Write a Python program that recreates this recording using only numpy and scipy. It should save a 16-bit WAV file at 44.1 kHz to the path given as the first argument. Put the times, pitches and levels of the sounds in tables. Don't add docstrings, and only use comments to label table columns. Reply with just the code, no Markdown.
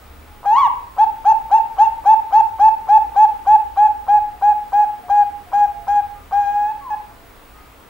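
import sys
import numpy as np
from scipy import signal
from scipy.fft import rfft, irfft, next_fast_len
from scipy.io import wavfile
from scipy.ndimage import uniform_filter1d, map_coordinates

SR = 44100
rng = np.random.default_rng(int(sys.argv[2]) if len(sys.argv) > 2 else 0)


def invert_db(x):
    u = np.asarray(x, float) / 20
    return 10 ** u


def wrap_up_sound(samples):
    columns = np.atleast_2d(samples).T
    tamed = np.clip(columns, -1, 1)
    steps = np.round(tamed * 32767).astype(np.int16)
    wavfile.write(sys.argv[1], SR, steps)


N = 348081

# time_s, pitch_hz, level_db
FIRST_NOTE = [
    (.457, 780, -21),
    (.465, 808, -17),
    (.5, 827.5, -12.5),
    (.535, 901, -11.5),
    (.558, 953, -12.5),
    (.572, 1077, -12.5),
    (.602, 1143, -13.5),
    (.662, 921.6, -12.5),
    (.68, 775, -22),
]
# start_s, length_s, top_pitch_hz, strength_db
SHORT_COOS = [(0.982, 0.066, 895.5, -8.5), (1.252, 0.077, 900.7, -8), (1.513, .079, 919, -7),
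              (1.784, 0.086, 923, -6.5), (2.056, 0.091, 898, -7), (2.325, 0.089, 905.2, -7.5),
              (2.596, 0.1, 889.7, -7.5), (2.887, 0.1, 880, -7.5), (3.161, .099, 877, -7.5),
              (3.468, 0.1, 874.2, -7.5), (3.772, 0.11, 857.8, -8), (4.083, 0.11, 845, -8.5),
              (4.422, 0.11, 844, -9), (4.729, 0.12, 842, -10), (5.098, .14, 827.5, -9.5),
              (5.531, 0.13, 827.5, -10.5), (5.879, 0.13, 826, -12)]
# time_s, pitch_hz, level_db
LAST_NOTE = [
    (6.323, 790, -25.5),
    (6.331, 790, -17.5),
    (6.353, 811, -16.5),
    (6.393, 822, -13),
    (6.457, 810, -16.5),
    (6.52, 820, -18.5),
    (6.59, 828.6, -20),
    (6.66, 831.3, -18.5),
    (6.72, 874.5, -24),
]
# time_s, pitch_hz, level_db
CLUCK_NOTE = [
    (6.902, 877, -34.5),
    (6.908, 854, -23),
    (6.946, 836.5, -19),
    (6.953, 880, -30.5),
]
# pitch_hz, gain_db
NECK_PASS = [(760, -11), (830, -2.5), (865, 0), (885, -2), (900, -5), (920, -8.5)]
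# partial_hz, level_db
SECOND_PARTIAL = [(1560, -38), (1660, -37.5), (1730, -43), (1800, -48), (1890, -38), (2100, -39),
                  (2270, -35)]
# partial_hz, level_db
THIRD_PARTIAL = [(2330, -47.5), (2470, -51.5), (2600, -47), (2700, -43), (2830, -38), (3100, -41.5),
                 (3400, -39.5)]
# partial_hz, gain_db
THROAT_PASS = [(2400, 5.5), (3300, -9), (4300, -13.5), (5200, -16.5), (5800, -13), (6250, -6.5),
               (6650, -10), (7000, -21.5), (9000, -30.5), (13000, -27.5)]
# top_pitch_hz, level_db
BRIGHTNESS = [(825, -53.5), (860, -51.5), (900, -44.5), (930, -43.5)]
# centre_hz, width_hz
AIR_SAC = (874, 510)
# freq_hz, density_db_per_hz
BREATH_SPECTRUM = [(600, -31), (1000, -5.5), (1350, 2.5), (2000, -10), (3500, -16.5), (6200, -16.5),
                   (9000, -17.5), (14000, -21.5)]
# time_s, spread_s, level_db
FEATHERS = (2.47, .04, -54)
# delay_ms, level_db
LEFT_ECHOES = [(-0.02, 1.5), (3.8, -25.6), (12.37, -12.8), (15.04, -27.9), (26.33, -34.1), (28.93, -20.1),
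               (37.45, -23.6), (44.58, -18.1), (49.46, -28.6), (52.69, -21.0), (61.92, -14.6),
               (64.01, -30.3), (75.17, -22.1), (86.36, -30.8), (89.64, -25.6), (96.47, -28.5),
               (106.4, -20.5), (113.11, -32.0), (123.38, -33.8), (138.39, -25.9), (150.45, -31.8),
               (169.62, -31.6), (201.36, -34.1)]
# delay_ms, level_db
RIGHT_ECHOES = [(0.05, -0.2), (3.75, -18.8), (7.01, -12.8), (10.27, -23.2), (19.06, -25.8), (21.71, -16.2),
                (31.54, -18.5), (47.24, -29.3), (49.32, -15.5), (55.06, -18.3), (60.77, -11.8),
                (64.07, -21.4), (71.78, -24.7), (78.79, -17.8), (90.25, -22.6), (112.35, -28.7),
                (125.71, -27.7), (137.11, -22.6), (150.52, -27.9), (168.42, -28.4), (177.9, -32.6),
                (186.5, -30.5), (200.19, -31.7)]
# freq_hz, t60_s
PORCH_DECAY = [(500, 0.36), (1500, 0.65), (4000, 0.26), (10000, 0.14)]
# freq_hz, gain_db
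TAIL_COLOUR = [(680, -1), (760, -2), (900, -2), (970, 6.5), (1700, 1.5), (2700, 8), (4000, -1),
               (9000, -4.5)]
# start_s, length_s, pitch_hz, glide_hz, level_db
FAR_CALLS = [(4.308, .11, 733, 5, -49), (4.497, 0.097, 721, -1.5, -44), (4.77, .2, 704, 14.5, -45.5),
             (5.04, .23, 720, -6.5, -40), (5.46, .4, 717, -31.5, -46.5), (7.09, 0.2, 681, -6, -55),
             (0.011, .055, 1250, -22, -51.5), (.26, .16, 831, 8, -57), (5.393, .11, 1336, -130, -63.5),
             (6.15, .1, 1210, 2, -51.5), (7.05, .4, 1169, -8, -64), (7.54, .08, 1246, -2, -52),
             (6.817, 0.051, 1132, -70, -37.5), (6.855, 0.048, 1064, -120, -31)]
# start_s, length_s, drone_hz, glide_hz, level_db
ENGINE_DRONES = [
    (.05, 0.33, 73.3, 1.5, -45.5),
    (.5, 0.63, 75, 2.5, -54),
    (2.95, 0.97, 57.16, 4.5, -48.5),
    (3.95, 0.66, 60.06, 0, -50),
    (3.75, 0.51, 80.7, 1.5, -53),
    (5.1, 0.48, 81, -2.5, -53),
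    (5.85, .3, 100.7, 6.5, -55),
    (6, 0.4, 80.6, 1, -51),
    (7.55, 0.22, 58.2, 0, -48),
]
# time_s, level_db
TRAFFIC_SWELL = [
    (0.0, -56),
    (0.46, -54),
    (5.01, -56),
    (5.73, -51.5),
    (7.89, -58.5),
]
# freq_hz, density_db_per_hz
RUMBLE_SPECTRUM = [(12, -30.5), (22, 2.5), (33, -2.5), (42, -2), (59, 1), (75, -7.5), (100, -5.5),
                   (130, -12.5), (200, -21.5), (440, -120)]
# freq_hz, density_db_per_hz
AIR_SPECTRUM = [(65, -31.5), (110, -12), (289, -3), (370, -8.5), (410, -4), (606, -7.5), (686, -6),
                (730, -5.5), (1270, -7.5), (1660, -11.5), (2170, -13), (6320, -26.5), (15000, -26.5)]
# freq_hz, left_right_likeness
LIKENESS = [(30, .8), (70, .85), (140, .5), (280, .65), (900, .45), (2400, .45), (6500, .4), (6900, .9),
            (15000, .95)]
# freq_hz, level_db_rms
LINE_SCAN = [(11698, -80), (15125, -77), (15475, -80), (15525, -72), (15575, -71), (15625, -62),
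             (15675, -72), (15725, -78)]


def unit(x):
    return x / np.sqrt(np.mean(x ** 2) + 1e-20)


def along(points, hz):
    f, v = np.transpose(points)
    return np.interp(np.log(hz + 1), np.log(f + 1), v)


def wobble(rate_hz, size):
    knots = rng.standard_normal(int(max(size, SR // 2) * rate_hz / SR) + 4)
    return map_coordinates(knots, [np.arange(size) * rate_hz / SR])


def note(rows, fade_s):
    s, *cols = np.transpose(rows)
    t = np.arange(s[0] - fade_s, s[-1] + fade_s, 1 / SR)
    edge_s = np.minimum(t - t[0], t[-1] - t)
    gate = np.sin(np.pi / 2 * np.clip(edge_s / (2 * fade_s), 0, 1)) ** 2
    return max(round(t[0] * SR), 0), gate, [np.interp(t, s, c) for c in cols]


def near_dove():
    out, effort = np.zeros(N + SR), np.zeros(N + SR)
    run = [(coo(*row), along(BRIGHTNESS, row[2])) for row in SHORT_COOS]
    notes = [(FIRST_NOTE, -47), *run, (LAST_NOTE, -53), (CLUCK_NOTE, -59.5)]
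    for count, (rows, bright_db) in enumerate(notes):
        start, gate, (hz, db) = note(rows, fade_s=0.003)
        tone, push_db, strain = membrane(hz, db, bright_db, count)
        out[start:][:len(tone)] += np.sqrt(2) * gate * tone
        effort[start:][:len(tone)] = gate * invert_db(push_db + 1.5 * strain)

        run_up_s = .03 if count == 0 else 0.018 * np.exp(0.064 * rng.standard_normal())
        slaps = run_up(hz[0], run_up_s)
        fade_out = np.clip(np.arange(len(slaps))[::-1] / (.002 * SR), 0, 1)
        slaps *= invert_db(-18.5) * fade_out * (rows is not CLUCK_NOTE)
        out[start + SR // 300 - len(slaps):][:len(slaps)] += slaps
    air = breath()
    riding = invert_db(-0.5) * effort[:N] * unit(air)
    return out[:N] + (riding + rustle(air)) * invert_db(1.9 * wobble(70, N))


def coo(start_s, length_s, top_hz, strength_db):
    t = np.linspace(0, length_s, num=80)
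    knee_hz, settle_s, fall_to_hz = 826, .018, 794.7
    low_hz = 784 - .4 * (top_hz - knee_hz)
    fall_s = .011 + .12 * length_s
    climb = np.clip(t / (length_s - fall_s), 0, 1)
    fall = np.clip(1 - (length_s - t) / fall_s, 0, 1) ** 1.9
    hz = knee_hz - (knee_hz - low_hz) * np.exp(-t / settle_s)
    hz += (top_hz - knee_hz) * climb - (top_hz - fall_to_hz) * fall

    attack_db = 5 * np.exp(-t / 0.0017)
    release_db = 8 * np.exp((t - length_s) / .004)
    spent_db = 1 * max(top_hz - 913, 0) * fall
    db = strength_db + along(NECK_PASS, hz) - (attack_db + release_db) - spent_db
    return np.transpose([start_s + t, hz, db])


def membrane(hz, db, bright_db, count):
    size = len(hz)
    phase = 2 * np.pi * np.cumsum(hz * (1 + .0004 * wobble(60, size))) / SR
    strain = np.clip((hz - 920) / 150, 0, 1)
    flutter = 1 + .45 * strain * wobble(400, size)
    sway = 1 + .36 * strain * wobble(160, size)
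    tone = invert_db(db) * (1 + invert_db(-43.5) * wobble(900, size)) * sway * np.sin(phase)

    swell_db = 0.42 * (db - np.max(db))
    second_db = along(SECOND_PARTIAL, 2 * hz) + swell_db
    third_db = along(THIRD_PARTIAL, 3 * hz) + swell_db + 0.42 * (np.max(db) + 9.5)
    tone += flutter * invert_db(second_db) * np.sin(2 * phase + 1)
    tone += flutter * invert_db(third_db) * np.sin(3 * phase + 2)

    opening_db = (1 + 0.49 * count) * np.exp(-np.arange(size) / SR / 0.025)
    push_db = bright_db + 0.58 * (db - np.max(db)) + opening_db + 3 * strain
    shake = .11 * strain * wobble(250, size)
    for k in range(4, 15):
        rough = (flutter + .35 * wobble(350, size)) * invert_db(2.9 * wobble(50, size))
        level_db = push_db + strain * (25.5 - 5.1 * k) + along(THROAT_PASS, k * hz)
        tone += rough * invert_db(level_db) * np.sin(k * (phase + shake) + k)
    return tone, push_db, strain


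def run_up(pitch_hz, length_s):
    u = np.linspace(0, 1, round(length_s * SR))
    hz = (105 + (pitch_hz - 105) * u ** 4) * (1 + 0.092 * wobble(300, len(u)))
    phase = 2 * np.pi * np.cumsum(hz) / SR
    slaps = np.zeros(len(u))
    for k in range(1, 20):
        slaps += air_sac(k * hz) * hz / pitch_hz * np.sin(k * (phase - phase[-1]))
    return slaps * np.clip(u * 8, 0, 1) * invert_db(-8 * (1 - u))


def air_sac(hz):
    centre_hz, width_hz = AIR_SAC
    damping = (hz * width_hz) ** 2
    return damping / ((centre_hz ** 2 - hz ** 2) ** 2 + damping) / (1 + (hz / 1600) ** 8)


def breath():
    m = next_fast_len(N)
    gain = invert_db(along(BREATH_SPECTRUM, np.fft.rfftfreq(m, 1 / SR)))
    return irfft(rfft(rng.standard_normal(m)) * gain, m)[:N]


def rustle(air):
    time_s, spread_s, level_db = FEATHERS
    burst = np.exp(-((np.arange(N) / SR - time_s) / spread_s) ** 2)
    return invert_db(level_db) * burst * unit(np.diff(air, prepend=0))


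def porch(x, diffuse_db):
    hz, t, z = signal.stft(rng.standard_normal((2, SR // 2)), SR, nperseg=512)
    decay_db = 60 * t / along(PORCH_DECAY, hz)[:, None]
    tail = signal.istft(z * invert_db(along(TAIL_COLOUR, hz)[:, None] - decay_db), SR, nperseg=512)[1]
    tail = tail * (1 - np.exp(-np.arange(tail.shape[1]) / SR / .03))
    response = invert_db(diffuse_db) * tail / np.linalg.norm(tail, axis=1, keepdims=True)
    dull = np.hanning(9) / 4
    for side, (direct, *echoes) in enumerate((LEFT_ECHOES, RIGHT_ECHOES)):
        direct_ms, direct_db = direct
        response[side, 1 + int(direct_ms * SR / 1000)] += invert_db(direct_db)
        for delay_ms, level_db in echoes:
            response[side, round(delay_ms * SR / 1000) - 3:][:9] += invert_db(level_db) * dull
    return signal.fftconvolve(x[None], response, axes=1)[:, 1:N + 1]


def far_doves():
    return glides(FAR_CALLS, fade_s=.018, sag_db=2.5)


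def glides(calls, fade_s, sag_db):
    out = np.zeros(N + SR)
    for start_s, length_s, pitch_hz, glide_hz, level_db in calls:
        begin = (start_s, pitch_hz, level_db)
        end = (start_s + length_s, pitch_hz + glide_hz, level_db - sag_db)
        start, gate, (hz, db) = note([begin, end], fade_s)
        level = np.sqrt(2) * gate * invert_db(db + 1.4 * wobble(21, len(hz)))
        out[start:][:len(hz)] += level * np.sin(2 * np.pi * np.cumsum(hz) / SR)
    return out[:N]


def street():
    s, db = np.transpose(TRAFFIC_SWELL)
    swell = invert_db(np.interp(np.arange(N) / SR, s, db) + 7.5 + 0.93 * wobble(4.1, N))
    drones = glides(ENGINE_DRONES, fade_s=.05, sag_db=1.5)
    drift_db = .4 * wobble(1.5, N)
    wash = rush(AIR_SPECTRUM, patchy_db=.8)
    rumble = rush(RUMBLE_SPECTRUM, patchy_db=.9)
    return swell * rumble + drones + invert_db(-46 + drift_db) * wash


def rush(spectrum, patchy_db):
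    z = signal.stft(rng.standard_normal((2, N + SR // 2)), nperseg=512)[2]
    field = uniform_filter1d(rng.standard_normal(z.shape[1:]), 5, 0)
    field = uniform_filter1d(field, 12, 1)
    pair = signal.istft(z * invert_db(patchy_db * unit(field)), nperseg=512)[1]
    m = next_fast_len(pair.shape[1])
    hz = np.fft.rfftfreq(m, 1 / SR)
    turn = np.arccos(np.clip(along(LIKENESS, hz), -1, 1)) / 2
    shaped = rfft(pair, m) * invert_db(along(spectrum, hz))
    mid, side = irfft(shaped * [np.cos(turn), np.sin(turn)], m)[:, :N]
    return unit(np.array([mid + side, mid - side]))


def whistle():
    t = np.arange(N) / SR
    out = np.zeros(N)
    for hz, db in LINE_SCAN:
        level = np.sqrt(2) * invert_db(db + 1.8 * wobble(14, N))
        out += level * np.cos(2 * np.pi * hz * t + .4 * wobble(9, N))
    return out


def scene():
    return porch(near_dove(), diffuse_db=-15.5) + porch(far_doves(), diffuse_db=-11) + street()


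def band_limit(x):
    return signal.sosfilt(signal.butter(12, 16790, fs=SR, output="sos"), x)


def record(dry):
    top_hz, wide_hz, narrow_db = 15790, 6900, -8
    m = next_fast_len(N)
    hz = np.fft.rfftfreq(m, 1 / SR)
    left, right = rfft(dry + whistle(), m) * (hz < top_hz)
    mid = (left + right) / 2
    side = (left - right) / 2 * invert_db(narrow_db * (hz > wide_hz))
    mix = irfft([mid + side, mid - side], m)[:, :N]
    return band_limit(mix)


dry = scene()
out = record(dry)
wrap_up_sound(out)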